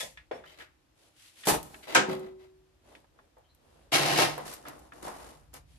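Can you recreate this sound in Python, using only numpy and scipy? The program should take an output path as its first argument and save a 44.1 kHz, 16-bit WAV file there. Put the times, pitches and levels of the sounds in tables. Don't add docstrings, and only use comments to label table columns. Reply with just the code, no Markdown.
import sys
import numpy as np
from scipy import signal
from scipy.fft import rfft, irfft, next_fast_len
from scipy.io import wavfile
from scipy.ndimage import uniform_filter1d

SR = 44100
rng = np.random.default_rng(int(sys.argv[2]) if len(sys.argv) > 2 else 0)


def master_out(mix):
    frames = np.transpose(np.atleast_2d(mix))
    ceiling = np.clip(frames, -1, 1)
    pcm = np.round(ceiling * 32767).astype(np.int16)
    wavfile.write(sys.argv[1], SR, pcm)


N = 254894
TIME = np.arange(N) / SR
TAIL = TIME[:SR]
SIDES = np.array([[1], [-1]])

# (f/Hz, level/dB)
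FIELD_WIDTH = [(60, -8), (160, -9.5), (350, -4), (700, -0.5), (1800, -1), (7000, 0.5), (13000, -5.5)]
# (f/Hz, level/dB)
FIELD_BALANCE = [(100, 0), (360, -2), (670, 1), (1500, -0.45), (4000, 3.5), (8000, 0.5), (13000, -1.5)]
# (f/Hz, t60/s)
PATIO_DECAY = [(150, 0.55), (700, 0.28), (3000, 0.24), (12000, 0.17)]
# (t/s, level/dB)
RUMBLE_LEVELS = [(0.0, -66), (1.45, -81), (1.59, -68.5), (3.46, -73.5), (4.01, -66.5), (4.12, -66),
                 (4.83, -66), (5.78, -60.5)]
# (f/Hz, level/dB)
RUMBLE_SPECTRUM = [(15, -36.5), (25, -17.5), (43, -4.5), (59, 5.5), (119, -10.5), (147, -2.5), (194, -22),
                   (260, -18), (340, -35.5), (570, -120)]
# (f/Hz, level/dB)
YARD_SPECTRUM = [(59, -33), (100, -4.5), (168, -22.5), (270, -11.5), (318, -8), (425, -20.5), (461, -15.5),
                 (2220, -25.5), (2840, -26), (13900, -37.5)]
# (t/s, length/s, start f/Hz, end f/Hz, level/dB)
BIRD_NOTES = [(0.458, 0.03, 2990, 3170, -54), (0.495, 0.022, 3900, 4430, -83),
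              (3.429, 0.0487, 3080, 3285, -72.5), (3.48, 0.046, 3850, 4250, -69.5)]

# (t/s, length/s, low level/dB, high level/dB)
RUSTLES = [(0.92, 0.15, -69, -66), (1.11, 0.17, -119, -57), (1.31, 0.14, -68, -54),
           (2.79, 0.17, -59, -66.5), (3.08, .16, -67, -80), (3.5, 0.33, -64, -72), (5.63, .13, -76, -68)]
# (f/Hz, level/dB)
CLOTH_SPECTRUM = [(100, -28), (200, 0), (550, 2.5), (1300, -9), (3200, -6), (6000, -12), (11000, -11),
                  (13900, -24.5)]
# (t/s, length/s, weight level/dB, grit level/dB)
LANDING = [(1.448, 0.015, -46, -33), (1.47, .024, -24.5, -22.5), (1.524, 0.016, -25, -31),
           (1.622, 0.039, -51.5, -54.5), (1.65, 0.12, -56, -57.5)]
# (f/Hz, level/dB)
LANDING_SPECTRUM = [(35, -25), (70, -19), (150, -2), (230, -5.5), (350, 2), (500, -4.5), (830, -1.5),
                    (1500, -12), (3500, -14), (6000, -17), (10500, -12), (13900, -19.5)]
# (t/s, length/s, weight level/dB, grit level/dB)
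SHUFFLES = [(4.395, 0.052, -45.5, -55.5), (4.446, 0.083, -46, -43.5), (4.54, 0.22, -55, -62),
            (4.69, 0.17, -57, -66.5), (4.915, 0.089, -52.5, -60), (5.016, 0.074, -41, -46.5),
            (5.1, 0.19, -50.5, -54), (5.526, 0.042, -49.5, -50.5)]
# (f/Hz, level/dB)
SHUFFLE_SPECTRUM = [(90, -19), (155, -10.5), (240, 0), (350, 1), (500, -4), (800, -2), (1600, -12.5),
                    (2800, -19), (7000, -20.5), (11000, -19), (13900, -29)]
# (t/s, level/dB)
PEBBLE_SNAPS = [(1.629, -39), (2.195, -53), (3.003, -69), (3.383, -66), (3.548, -60.5), (4.379, -41.5),
                (4.471, -50), (4.538, -37), (4.684, -40), (4.792, -54.5), (5.029, -53), (5.539, -41.5)]
# (f/Hz, level/dB)
SNAP_SPECTRUM = [(1000, -10.5), (5000, -5.0), (11000, 2.5)]

# (t/s, length/s, low level/dB, high level/dB)
SOLE_SLIDES = [(0, 0.0037, -44, -25), (0.025, 0.0063, -39, -39.5), (0.312, 0.046, -48.5, -65)]
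# (f/Hz, level/dB)
SOLE_SPECTRUM = [(59, -45), (100, -5), (168, -1), (443, -13.5), (522, 6), (857, -6.5), (1440, -18.5),
                 (1880, -6.5), (2360, -10.5), (3490, -11.5), (3950, -12.5), (8000, -12), (11800, -15.5),
                 (13900, -27)]
# (f/Hz, level/dB, t60/s)
RUNG_MODES = [(460, -6, .25), (510, 3, .17), (625, -4, .24), (790, -8, .2), (876, -5, .22), (1017, -8, .2),
              (1290, -7, .12), (1703, -2, .2), (1885, -3, .2), (2400, -7, .18), (3000, -8, .16),
              (3424, 1.5, .17), (3600, -2, .18), (5400, 1, .14)]
# (t/s, length/s, low level/dB, high level/dB)
JOINT_RUBS = [(0.425, 0.099, -61, -57), (0.56, .06, -54.5, -52.5), (1.82, 0.028, -58.5, -49.5),
              (1.853, 0.085, -41, -43), (2.06, 0.074, -37, -44), (2.15, .11, -50.5, -60.5),
              (2.37, .075, -62.5, -65.5)]
# (f/Hz, level/dB)
JOINT_SPECTRUM = [(100, -28.5), (220, -7), (600, 1), (1200, -8), (2000, -6.5), (3300, -10), (6000, -21),
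                  (13900, -25.5)]
# (t/s, length/s, judder level/dB, grit level/dB)
FOOT_DRAG = [(3.919, 0.3, -30.5, -28.5)]
# (t/s, length/s, judder level/dB, grit level/dB)
FOOT_DIGS = [(1.472, .035, -27.5, -51), (3.914, 0.041, -27, -20.5), (4.16, 0.062, -25, -23),
             (4.374, 0.023, -47, -58.5), (4.655, 0.032, -44, -51)]
# (f/Hz, level/dB)
DRAG_SPECTRUM = [(50, -37), (110, -24), (145, -14.5), (210, -21), (320, 5.5), (450, -7), (700, 1.5),
                 (1100, -6), (1900, -6.5), (2600, -9.5), (5000, -12), (6800, -18.5), (12000, -20.5),
                 (13900, -36)]
# (f/Hz, level/dB, t60/s)
LEG_MODES = [(149, 1, .27), (163, -2, .25), (304, 0, .22), (368, -2, .17), (500, -2, .16), (547, -4, .2),
             (638, 3, .25), (702, 1, .18), (785, 0, .22), (897, -3, .2), (1063, -4, .25), (1275, -3, .25),
             (1368, -6, .25), (1745, -5, .15), (1912, -4, .2), (2003, -5, .2)]
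# (t/s, level/dB, centre f/Hz, thud t60/s)
KNOCKS = [(0.173, -50.5, 1980, .2), (0.311, -33.5, 504, 0.28), (0.312, -48.5, 1860, 0.36),
          (0.438, -54.5, 1380, 0.22), (0.603, -51, 1630, 0.34), (1.435, -49, 2240, 0.35),
          (1.7433, -44.5, 1594, 0.06), (1.871, -50.5, 800, 0.19), (1.972, -26.5, 237, 0.24),
          (2.086, -38, 207, 0.56), (2.917, -63, 825, 0.27), (2.9508, -55, 2230, 0.084),
          (3.043, -60.5, 990, 0.049), (3.189, -58.5, 1190, 0.083), (3.368, -60, 679, 0.38),
          (4.187, -33.5, 795, 0.67), (4.3784, -37, 730, 0.24), (4.653, -49, 1220, .4),
          (4.921, -50, 1460, 0.071), (5.072, -43, 870, 0.75)]
# (f/Hz, level/dB, t60/s)
FRAME_MODES = [(149, -12, .5), (205, -5, .45), (312, -9, .33), (376.5, 0, .98), (527, -3, .48),
               (635, -16, .54), (746, -18, .5), (845, -16, .6), (1071, -16, .53), (1272, -20, .55),
               (1416, -21, .36)]
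# (t/s, level/dB)
PLATFORM_HITS = [(1.9484, -15.5), (1.956, -18)]
# (f/Hz, level/dB)
CRASH_SPECTRUM = [(47, -53.5), (80, -19), (235, -7.5), (387, -9), (596, -8.5), (678, -6.5), (740, -3.5),
                  (1160, -9.5), (1610, 0), (2130, -5), (3010, -9), (4250, -15.5), (6990, -16),
                  (12200, -35.5), (13900, -47)]
# (f/Hz, t60/s)
CRASH_DECAY = [(150, 0.05), (500, 0.5), (1400, 0.25), (3000, 0.23), (7000, 0.23), (13000, 0.21)]
# (f/Hz, level/dB, t60/s)
PLATFORM_MODES = [(511, -4, .36), (596, -3, .2), (748, -2, .16), (931, 3, .12), (1055, -2, .18),
                  (1270, 2, .23), (1572, 2, .18), (2223, -6, .18), (2536, -8, .2), (2681, -7, .22),
                  (3070, -5, .15), (3919, -14, .22), (5076, -15, .18)]


def from_db(db):
    return 10 ** (np.asarray(db) / 20)


def unit_rms(x):
    return x / np.sqrt(np.mean(x ** 2) + 1e-20)


def unit_energy(response):
    return response / np.sqrt(np.sum(response ** 2) / 2)


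def at_hz(points, hz):
    knots, values = np.transpose(points)
    return np.interp(np.log(hz + 1), np.log(knots), values)


def fade(t60):
    return np.exp(-np.log(1000) * TAIL / max(t60, 1e-3))


def add(out, onset_s, sound):
    start = max(round(onset_s * SR), 0)
    out[:, start:start + sound.shape[-1]] += sound[..., :N - start]


def through(x, response):
    return signal.fftconvolve(np.atleast_2d(x), response, axes=-1)[:, :N]


def diffuse(size):
    padded = next_fast_len(size, True)
    hz = np.fft.rfftfreq(padded, 1 / SR)
    mid, side = rfft(rng.standard_normal((2, padded)))
    pair = mid + SIDES * side * from_db(at_hz(FIELD_WIDTH, hz))
    balance = from_db(SIDES * at_hz(FIELD_BALANCE, hz) / 2)
    return unit_rms(irfft(pair * balance, padded)[:, :size])


def coloured_noise(size, spectrum):
    padded = next_fast_len(size, True)
    gain = from_db(at_hz(spectrum, np.fft.rfftfreq(padded, 1 / SR)))
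    return unit_rms(irfft(rfft(diffuse(size), padded) * gain, padded)[:, :size])


def damped(noise, decay):
    knots, t60s = np.transpose(decay)
    hz, spectrum = np.fft.rfftfreq(SR, 1 / SR), rfft(noise)
    bands = [irfft(spectrum * at_hz(np.c_[knots, share], hz)) for share in np.eye(len(knots))]
    return sum(band * fade(t60) for band, t60 in zip(bands, t60s))


def ringing(modes):
    out = 0
    for (hz, db, t60), side in zip(modes, np.sign(rng.uniform(-0.9, 1, len(modes)))):
        phase = SIDES * side * np.arctan(from_db(at_hz(FIELD_WIDTH, hz)))
        out = out + from_db(db) * fade(t60) * np.sin(2 * np.pi * hz * TAIL + phase)
    return out


def contact_band(x, hz, q):
    b, a = signal.iirpeak(hz, q, fs=SR)
    return signal.lfilter(b, a, signal.lfilter(b, a, x))


def impact(hz, q, t60):
    envelope = (fade(t60) + fade(.03)) * (1 - fade(6 / hz))
    return unit_rms(contact_band(diffuse(SR), hz, q)) * envelope


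def strokes(rows, swell, release):
    power = np.zeros((2, N))
    for onset_s, length_s, *levels_db in rows:
        progress = (TIME - onset_s) / length_s
        rise = np.sin(np.pi / 2 * np.clip(progress / swell, 0, 1)) ** 2
        fall = np.exp(-np.log(1000) * np.clip((progress - 1) / release, 0, 2))
        power += np.outer(from_db(levels_db), rise * fall) ** 2
    return np.sqrt(power)


def collisions(per_s, spread_db):
    sizes = from_db(spread_db * np.minimum(rng.exponential(1, N), 4)) * rng.choice([-1, 1], N)
    clicks = sizes * (rng.random(N) < per_s / SR)
    local_power = np.abs(uniform_filter1d(clicks ** 2, size=900))
    return clicks / np.sqrt(local_power + np.mean(clicks ** 2) / 20)


def friction(drives, spectrum, per_s, spread_db, grain_t60, body_db, body_t60=.1):
    load, sliding = drives
    clicks, noise = collisions(per_s, spread_db), coloured_noise(N, spectrum)
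    body_response = coloured_noise(SR, spectrum) * fade(body_t60)
    retained = from_db(-120 / (grain_t60 * SR))
    out = 0
    for band, drive in (("low", load), ("high", sliding)):
        crossover = signal.butter(3, 1500, band, fs=SR, output="sos")
        supplied = (collisions(per_s, spread_db) * drive) ** 2 + 1e-18
        energy = signal.lfilter([1 - retained], [1, -retained], supplied)
        grains = unit_rms(signal.sosfilt(crossover, noise)) * np.sqrt(energy)
        body = through(clicks * drive, unit_energy(signal.sosfilt(crossover, body_response)))
        out = out + grains + from_db(body_db) * body
    return out / np.sqrt(1 + from_db(body_db) ** 2)


def patio(x, wet_db):
    response = damped(diffuse(SR), PATIO_DECAY) * (1 - fade(0.023))
    return x + from_db(wet_db) * through(x, unit_energy(response))


def air(rumble_db=3, hiss_db=-70.5):
    rumble_gain = from_db(rumble_db + np.interp(TIME, *np.transpose(RUMBLE_LEVELS)))
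    rumble = rumble_gain * coloured_noise(N, RUMBLE_SPECTRUM)
    return rumble + from_db(hiss_db) * coloured_noise(N, YARD_SPECTRUM)


def bird(rasp=0.05):
    out = np.zeros((2, N))
    for onset_s, length_s, start_hz, end_hz, db in BIRD_NOTES:
        count = round(length_s * SR)
        jitter = unit_rms(uniform_filter1d(rng.standard_normal(SR), size=24))[:count]
        hz = np.linspace(start_hz, end_hz, count) * (1 + rasp * jitter)
        whistle = np.sin(2 * np.pi * np.cumsum(hz) / SR)
        add(out, onset_s, from_db(db) * np.hanning(count) * whistle)
    return patio(out, wet_db=-1)


def clothes():
    return friction(strokes(RUSTLES, swell=0.7, release=2.2), CLOTH_SPECTRUM,
                    per_s=3600, spread_db=5.5, grain_t60=0.08, body_db=-15)


def gravel_strike(spectrum, onset_s, db, t60):
    out = np.zeros((2, N))
    add(out, onset_s, from_db(db) * coloured_noise(SR, spectrum) * fade(t60) * (1 - fade(0.004)))
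    return out


def footsteps():
    landing = friction(strokes(LANDING, swell=0.65, release=5), LANDING_SPECTRUM,
                       per_s=720, spread_db=-1, grain_t60=0.034, body_db=7, body_t60=0.12)
    shuffle = friction(strokes(SHUFFLES, swell=0.17, release=2.57), SHUFFLE_SPECTRUM,
                       per_s=350, spread_db=3.5, grain_t60=.04, body_db=-1, body_t60=.08)
    slap = gravel_strike(LANDING_SPECTRUM, onset_s=1.4695, db=-21, t60=0.26)
    out = landing + from_db(-1) * shuffle + slap
    heel = from_db(-37) * impact(hz=58, q=0.97, t60=0.35)
    add(out, onset_s=1.5, sound=heel)
    snap_envelope = fade(.06) * .75 + fade(.007)
    for onset_s, db in PEBBLE_SNAPS:
        add(out, onset_s, from_db(db) * coloured_noise(SR, SNAP_SPECTRUM) * snap_envelope)
    return patio(out, wet_db=-12.5)


def sole_on_rung():
    load, speed = strokes(SOLE_SLIDES, swell=0.088, release=5.5)
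    rung_drive = collisions(per_s=1600, spread_db=2.5) * speed
    rung = through(rung_drive, unit_energy(contact_band(ringing(RUNG_MODES), hz=2400, q=.25)))
    sole = friction((load, speed), SOLE_SPECTRUM,
                    per_s=3200, spread_db=4.5, grain_t60=0.28, body_db=-2, body_t60=0.13)
    return from_db(2) * rung + from_db(-1) * sole


def ladder_joints():
    return friction(strokes(JOINT_RUBS, swell=.5, release=2.8), JOINT_SPECTRUM,
                    per_s=310, spread_db=1.5, grain_t60=.07, body_db=4.5, body_t60=0.053)


def ladder_drag():
    sliding = strokes(FOOT_DRAG, swell=0.036, release=1.34)
    digging = strokes(FOOT_DIGS, swell=.4, release=3.06)
    judder, grit = np.hypot(sliding, digging)
    slips = collisions(per_s=600, spread_db=3.2) * judder
    bass_cut = signal.butter(4, 140, "high", fs=SR, output="sos")
    legs = through(slips, unit_energy(signal.sosfilt(bass_cut, ringing(LEG_MODES))))
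    stones = friction((judder, grit), DRAG_SPECTRUM,
                      per_s=420, spread_db=4, grain_t60=.035, body_db=2, body_t60=.12)
    strike = gravel_strike(DRAG_SPECTRUM, onset_s=3.9235, db=-26, t60=0.11)
    return patio(from_db(-2) * legs + from_db(-1) * stones + strike, wet_db=-10.5)


def ladder_knocks(q=1.25, dull_hz=208, loose_t60=.3, loss_db_per_octave=16):
    out = np.zeros((2, N))
    rung = ringing(RUNG_MODES)
    frame = ringing(FRAME_MODES) * (1 - fade(0.021))
    for onset_s, db, hz, t60 in KNOCKS:
        thud = impact(hz, q, t60)
        rung_tone = unit_energy(contact_band(rung, hz, q)) * np.sqrt(np.sum(thud ** 2) / 2)
        grip = fade(2.2 * t60)
        frame_gain = from_db(-loss_db_per_octave * np.log2(hz / dull_hz)) * t60 / loose_t60
        add(out, onset_s, from_db(db) * (thud + rung_tone * grip + frame_gain * frame))
    return out


def platform_clank():
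    out = np.zeros((2, N))
    crack = from_db(-27) * impact(hz=6600, q=0.99, t60=0.13)
    add(out, PLATFORM_HITS[0][0], crack)
    build_up = 1 - fade(.012)
    for onset_s, db in PLATFORM_HITS:
        crash = damped(coloured_noise(SR, CRASH_SPECTRUM), CRASH_DECAY)
        ring = from_db(-9) * ringing(PLATFORM_MODES)
        add(out, onset_s, from_db(db) * (crash + ring) * build_up)
    return patio(out, wet_db=-16)


def scene():
    ladder = ladder_knocks() + platform_clank() + ladder_drag() + sole_on_rung() + ladder_joints()
    man = footsteps() + clothes()
    yard = bird() + air()
    return ladder + man + yard


def record(dry):
    return signal.sosfilt(signal.ellip(10, .3, 70, 13700, fs=SR, output="sos"), dry)


dry = scene()
out = record(dry)
master_out(out)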